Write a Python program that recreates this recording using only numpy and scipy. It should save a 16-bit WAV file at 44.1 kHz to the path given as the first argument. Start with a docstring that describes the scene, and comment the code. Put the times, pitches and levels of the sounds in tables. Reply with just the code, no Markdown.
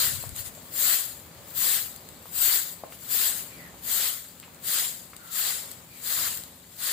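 """A grass broom sweeps dusty earth in a walled courtyard, about one stroke every 0.77 s.
Its strokes are stalk-tip scratches and dust hiss, shaped by how fast and hard the broom moves.
Single stalks flick free as noise ticks; sandal taps and knocks are short pushes with crushed grit.
Faint falling whistles, blurred tones, sound far off over an outdoor murmur of noise and a low hum of sines.
A puff of air buffets the microphone at first, and its left port rings in the treble."""
import sys
import numpy as np
from scipy import signal
from scipy.fft import rfft, irfft, next_fast_len
from scipy.io import wavfile
from scipy.ndimage import uniform_filter1d, map_coordinates

SR = 44100
rng = np.random.default_rng(int(sys.argv[2]) if len(sys.argv) > 2 else 0)


def output_pcm(signal):
    """Save a mono or channel-first signal as 16-bit PCM at the path in sys.argv[1].

    Samples are clipped to [-1, 1] before scaling.
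    """
    pcm = np.clip(np.atleast_2d(signal).T, -1, 1) * 32767
    wavfile.write(sys.argv[1], SR, np.round(pcm).astype(np.int16))


N = 305172

# broom strokes: landing t/s, swing-up time/s, time at full speed/s, level/dB, fade on lifting/(dB per s),
# weight on the stalks/dB, loose dust/dB, first skim of the tips relative to the stroke/dB
BROOM_STROKES = [(-0.15, 0.14, 0.061, -27, 96.5, 0.5, -1, -30),
                 (0.69, 0.18, 0.075, -26.5, 106, -0.5, 0.5, -28),
                 (1.515, 0.13, 0.12, -28, 130, -0.5, 1, -23.5),
                 (2.292, 0.18, 0.088, -27, 124, -0.5, 1.5, -25.5),
                 (3.053, 0.12, 0.1, -29, 101, 0, 0.5, -18), (3.798, 0.16, .12, -30, 112.5, 0.5, -0.5, -27),
                 (4.603, 0.13, 0.089, -29, 104, -0.5, -2.5, -39), (5.28, 0.12, 0.11, -31, 92, 1, -2, -21),
                 (5.979, 0.16, 0.14, -31, 119, 0.5, -2, -20), (6.743, .14, 0.078, -32, 104, 2, -3, -24)]
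# light grazes of the tips outside the main push: middle t/s, half length/s, level/dB
TIP_GRAZES = [(0.235, 0.05, -46.5), (0.394, 0.038, -37.5), (0.467, 0.027, -40.5), (0.57, 0.18, -54.5),
              (2.702, 0.043, -44), (2.94, 0.035, -50.5), (3.391, 0.042, -38.5), (5.718, 0.013, -46.5),
              (6.35, 0.053, -43)]
# tone of stalks on earth: f/Hz, relative level/dB per Hz
STALK_SPECTRUM = [(150, -34), (450, -16), (900, -14.5), (1300, -8.5), (1900, -6), (2400, -9), (3200, -2.5),
                  (4200, -2), (5100, -4), (5800, -8), (6600, -0.4), (9000, 1), (11500, -4), (15000, -8.5)]
# resonances of the left microphone port: f/Hz, level over the right/dB
LEFT_PORT_RESPONSE = [(500, 0.4), (1300, 2.5), (2050, 3), (2650, -2), (3200, -1.5), (4600, 3), (6100, -1.5),
                      (7500, 10.5), (8700, 3.5), (9900, 2.5), (10900, 8), (12100, 7), (14100, 16),
                      (15300, 14.5)]
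# how alike left and right are: f/Hz, likeness (1 = identical)
STEREO_LIKENESS = [(60, 0.97), (290, 0.79), (640, 0.79), (1400, 0.21), (3100, 0.33), (6500, 0)]
# outdoor background tone: f/Hz, relative level/dB per Hz
YARD_SPECTRUM = [(15, -44), (25, -39), (59, -1.5), (172, 0), (306, -6), (499, -7.5), (569, -3), (636, -8.5),
                 (1160, -11), (1240, -11), (1480, -14), (2250, -14.5), (3510, -21), (5000, -32.5),
                 (6500, -18), (11000, -120)]
# hum of a distant machine, before its waver and drift: f/Hz, rms level/dB
MACHINE_HUM = [(172.3, -64.5), (253.0, -69)]
# tone of the air churning at the microphone: f/Hz, relative level/dB per Hz
GUST_SPECTRUM = [(15, -52), (25, -21), (97, 9), (169, -13), (204, -26), (279, -8), (300, -24), (390, -49),
                 (660, -120)]
# sandal taps and small knocks, before stereo placing: t/s, push peak level/dB, pitch f/Hz
SANDAL_TAPS = [(0.239, -31, 730), (0.578, -37.8, 590), (1.883, -41, 1000), (2.257, -34, 1090),
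               (2.8371, -25.5, 645), (2.9239, -31, 2130), (3.7432, -39.5, 600), (4.4296, -34, 2240),
               (4.4372, -33, 2300), (4.4805, -41, 890), (5.1336, -32.5, 1560)]
# single stalks flicking free, before trim and colouring: t/s, starting level/dB
STALK_FLICKS = [(0.2924, -27), (0.363, -24), (0.551, -35), (1.4836, -37), (1.962, -29), (2.089, -30.5),
                (2.4356, -23), (4.3998, -31), (4.5461, -37), (5.1654, -29), (5.715, -25.5), (6.3738, -23),
                (6.4368, -26.5)]
# decay of the courtyard tail: f/Hz, time to fall 60 dB/s
WALL_DECAY = [(200, 0.27), (2000, 0.48), (12000, 0.21)]
# far whistles: t/s, length/s, first f/Hz, last f/Hz, level before the swell/dB
FAR_WHISTLES = [(3.457, 0.18, 2480, 2220, -55), (3.549, .18, 2130, 1760, -50),
                (5.159, .25, 1464, 1264, -52), (5.87, 0.18, 2470, 2185, -56.5)]


def amp(db):
    """Decibels to gain."""
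    return 10 ** (np.asarray(db) / 20)


def unit(x):
    """Scale to rms 1."""
    return x / np.sqrt(np.mean(x ** 2) + 1e-20)


def along(points, hz):
    """Read a curve of (Hz, value) points on a log frequency axis."""
    f, v = np.transpose(points)
    return np.interp(np.log(hz + 1), np.log(f + 1), v)


def wobble(rate):
    """A smooth random curve with rate knots a second."""
    knots = rng.standard_normal(int(N * rate / SR) + 4)
    return map_coordinates(knots, [np.arange(N) * rate / SR])


def filtered(x, response):
    """Shape x by a response given as a function of frequency."""
    size = next_fast_len(N + SR // 2)
    spectrum = rfft(x, size) * response(np.fft.rfftfreq(size, 1 / SR))
    return irfft(spectrum, size)[..., :N]


def coloured(x, spectrum):
    """Shape x by a (Hz, dB) spectrum."""
    return filtered(x, lambda hz: amp(along(spectrum, hz)))


def below(x, edge_hz):
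    """Keep the part of x under a steep edge."""
    return filtered(x, lambda hz: 1 / (1 + (hz / edge_hz) ** 16))


def add(track, s, sound):
    """Mix a sound into a track at time s."""
    part = track[..., max(round(s * SR), 0):][..., :sound.shape[-1]]
    part += sound[..., :part.shape[-1]]


def patchy(x, depth_db, bins_size, frames_size):
    """Raise and dip random patches over pitch and time."""
    z = signal.stft(x, nperseg=256)[2]
    field = uniform_filter1d(rng.standard_normal(z.shape), bins_size, 1)
    field = uniform_filter1d(field, frames_size, 2)
    return signal.istft(z * amp(depth_db * unit(field)), nperseg=256)[1][:, :N]


def ports(pair):
    """Turn two unrelated signals into left and right: long waves reach both ports alike."""
    def mid_side_gains(hz):
        """A shared mid and an opposed side set the likeness at each frequency."""
        turn = np.arccos(np.clip(along(STEREO_LIKENESS, hz), -1, 1)) / 2
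        return np.array([np.cos(turn), np.sin(turn)])

    mid, side = filtered(pair, mid_side_gains)
    return np.array([mid + side, mid - side])


def left_port(x):
    """The narrow sound port colours the left channel."""
    return np.array([coloured(x[0], LEFT_PORT_RESPONSE), x[1]])


def sweeping(rustle_db=-56.5, rustle_scrape_db=-4, scrape_db=-7, graze_scrape_db=-8, skim_s=0.059,
             press_db=2, press_s=0.058, press_at=0.61, bite_db=3.5, bite_s=0.16, bite_at=0.45):
    """Strength of hiss, scrape and fizz: each stroke skims, bites into the dust, bears down and lifts away."""
    t = np.arange(N) / SR
    # the lifted broom still rustles between strokes
    rustle = amp(rustle_db + wobble(4.6))
    power = (rustle * amp([[0], [rustle_scrape_db], [0]])) ** 2
    for s, rise, hold, db, fade_db_per_s, weight_db, dust_db, skim_db in BROOM_STROKES:
        age = np.maximum(t - s, 0)
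        swing = np.sin(np.pi / 2 * np.minimum(age / rise, 1)) ** 2
        skim = amp(skim_db) * np.exp(-((t - s) / skim_s) ** 2)
        lift_db = fade_db_per_s * np.maximum(age - rise - hold, 0)
        hiss = np.hypot(swing, skim) * amp(db - lift_db)
        # part-way through the full-speed time the stalks bend and scrape more
        press = np.exp(-((age - rise - press_at * hold) / press_s) ** 2)
        scrape = hiss * amp(weight_db + press_db * press + scrape_db)
        # during the swing-up the landing tips throw up extra dust
        bite = np.exp(-((t - s - bite_at * rise) / bite_s) ** 2)
        fizz = hiss * amp(dust_db + bite_db * bite)
        power += np.array([hiss, scrape, fizz]) ** 2
    for s, half, db in TIP_GRAZES:
        touch = np.exp(-((t - s) / half) ** 2)
        power += (amp([[db], [db + graze_scrape_db], [db]]) * touch) ** 2
    return np.sqrt(power)


def scratches(rate, spread_db, dust_db):
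    """Random slips of stalk tips, rate a second, over the smooth hiss of dust; each port hears its own."""
    slips = rng.random((2, N)) < rate / SR
    sizes = amp(spread_db * np.minimum(rng.standard_normal((2, N)), 2.5))  # no slip is extremely loud
    grains = slips * sizes * rng.choice([-1, 1], (2, N)) / np.sqrt(rate)
    return unit(grains) + amp(dust_db) * rng.standard_normal((2, N))


def broom(full_rate=8000, light_rate=1600, scrape_edge_hz=5800, fizz_edge_hz=12300,
          hiss_db=1.0, scrape_db=2.5, fizz_db=5.5, flutter_db=0.06, dust_flutter_db=1.2):
    """The tips hiss and fizz as they skim the ground; pressed down, the stalks add a lower scrape."""
    hiss, scrape, fizz = sweeping()
    rate = light_rate + full_rate * hiss / hiss.max()  # a faster stroke drags more tips over more grit
    slips = scratches(rate, spread_db=3.0, dust_db=1.0)
    rub = left_port(ports(coloured(slips, STALK_SPECTRUM)))
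    low, body = below(rub, scrape_edge_hz), below(rub, fizz_edge_hz)
    # different stalks touch from moment to moment, each bundle favouring its own pitches
    stalks = unit(patchy(low, depth_db=3.0, bins_size=2, frames_size=8))
    stalks = stalks * amp(scrape_db + flutter_db * wobble(70))
    tips = unit(patchy(body - low, depth_db=2.5, bins_size=3, frames_size=16))
    tips = tips * amp(hiss_db + flutter_db * wobble(70))
    dust = unit(rub - body) * amp(fizz_db + dust_flutter_db * wobble(60))
    return scrape * stalks + hiss * tips + fizz * dust


def background(level_db=-50.5, fade_db_per_s=0.45, waver_db=1.9, drift_hz=2.16, hum_waver_db=2.0):
    """Low outdoor murmur of air and far machinery, nearly mono in the bass and never quite steady."""
    t = np.arange(N) / SR
    murmur = ports(coloured(rng.standard_normal((2, N)), YARD_SPECTRUM))
    murmur = unit(patchy(murmur, depth_db=1.24, bins_size=2, frames_size=45))
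    # the murmur sinks slowly as the microphone turns across the yard
    air = murmur * amp(level_db - fade_db_per_s * t + waver_db * wobble(3.5))
    drift = drift_hz * wobble(6)
    hum = np.zeros(N)
    for hz, db in MACHINE_HUM:
        phase = 2 * np.pi * np.cumsum(hz + drift) / SR
        hum += amp(db + hum_waver_db * wobble(3.17)) * np.sin(phase)
    return air + np.sqrt(2) * hum  # a sine peaks at root two times its rms


def buffet(middle_s=0.2, half_s=0.28, churn_db=-45.5, eddy_count=8, eddies_per_s=15, eddy_hz=105,
           eddy_half_s=0.008, eddy_db=13, scatter_s=0.0092, scatter_octaves=0.22, right_db=-16):
    """A puff of air swells and passes, its eddies thumping the left port; the right port is sheltered."""
    t = np.arange(N) / SR
    puff = amp(churn_db) * np.exp(-((t - middle_s) / half_s) ** 4)
    thumps, u = np.zeros(N), np.arange(-SR // 40, SR // 40) / SR
    for k, (late, pitch, phase) in enumerate(rng.standard_normal((eddy_count, 3)), 1):
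        hz = eddy_hz * 2 ** (scatter_octaves * pitch)
        thump = np.cos(2 * np.pi * (hz * u + phase)) * np.exp(-(u / eddy_half_s) ** 2)
        add(thumps, k / eddies_per_s + scatter_s * late + u[0], thump)
    churn = unit(coloured(rng.standard_normal((2, N)), GUST_SPECTRUM))
    return puff * (churn + amp(eddy_db) * thumps) * amp([[0], [right_db]])


def taps(cycles=0.45, grit_db=-17, grit_t60_s=0.062, grit_octaves=0.8):
    """Earth does not ring: each contact is one short push and rebound, then a little crushed grit."""
    track, t = np.zeros(N), np.arange(-SR // 100, SR // 8) / SR
    freqs = np.fft.rfftfreq(len(t), 1 / SR) + 1
    for s, db, hz in SANDAL_TAPS:
        push = np.cos(2 * np.pi * hz * t) / (1 + (t * hz / cycles) ** 2) ** 1.5
        colour = np.exp(-(np.log2(freqs / hz) / grit_octaves) ** 2 / 2)  # a harder contact crushes brighter
        grit = unit(irfft(rfft(rng.standard_normal(len(t))) * colour, len(t)))
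        grit_fade = (t > 0) * amp(grit_db - 60 * np.abs(t) / grit_t60_s)
        add(track, s + t[0], amp(db) * (push + grit_fade * grit))
    return track


def flicks(t60_s=0.0089, trim_db=-2):
    """A bent stalk springs free with a dry tick, a fast-dying burst of noise."""
    track, t = np.zeros((2, N)), np.arange(SR // 20) / SR
    for s, db in STALK_FLICKS:
        add(track, s, amp(db + trim_db - 60 * t / t60_s) * rng.standard_normal((2, len(t))))
    return left_port(coloured(track, STALK_SPECTRUM))


def courtyard(x):
    """The walls answer with a short tail, different at each port."""
    hz, t, z = signal.stft(rng.standard_normal((2, SR // 2)), SR, nperseg=256)
    fade = amp(-60 * t / along(WALL_DECAY, hz)[:, None])
    tail = signal.istft(z * fade, SR, nperseg=256)[1]
    return signal.fftconvolve(x, tail / np.linalg.norm(tail[0]), axes=1)[:, :N]


def whistles(blur_hz=55):
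    """Faint falling notes, perhaps a distant bird, blurred by the way they travel."""
    track, t = np.zeros((2, N)), np.arange(N) / SR
    for s, length, first_hz, last_hz, db in FAR_WHISTLES:
        live = (t > s) & (t < s + length)
        u = (t[live] - s) / length
        phase = 2 * np.pi * np.cumsum(first_hz + (last_hz - first_hz) * u) / SR
        # slow noise on both quadratures smears the pure tone into a narrow band
        noise = rng.standard_normal((2, 2, len(u)))
        blur = signal.lfilter([1], [1, -np.exp(-2 * np.pi * blur_hz / SR)], noise)
        note = unit(blur[0] * np.cos(phase) + blur[1] * np.sin(phase))
        track[:, live] += amp(db) * np.sin(np.pi * u) * note
    return track


def scene():
    """Broom and feet close by, the yard around them; sharp contacts draw a faint answer from the walls."""
    contacts = taps() * amp([[1], [-1]]) + flicks()  # taps lean left
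    answer = courtyard(amp(-4.0) * contacts)
    return broom() + background() + buffet() + contacts + answer + whistles()


def record(dry, low_cut_hz=42, top_hz=15550):
    """The recorder thins the deepest bass and keeps nothing above its band limit."""
    return filtered(dry, lambda hz: (hz < top_hz) * hz ** 3 / np.sqrt(hz ** 6 + low_cut_hz ** 6))


dry = scene()
out = record(dry)
output_pcm(out)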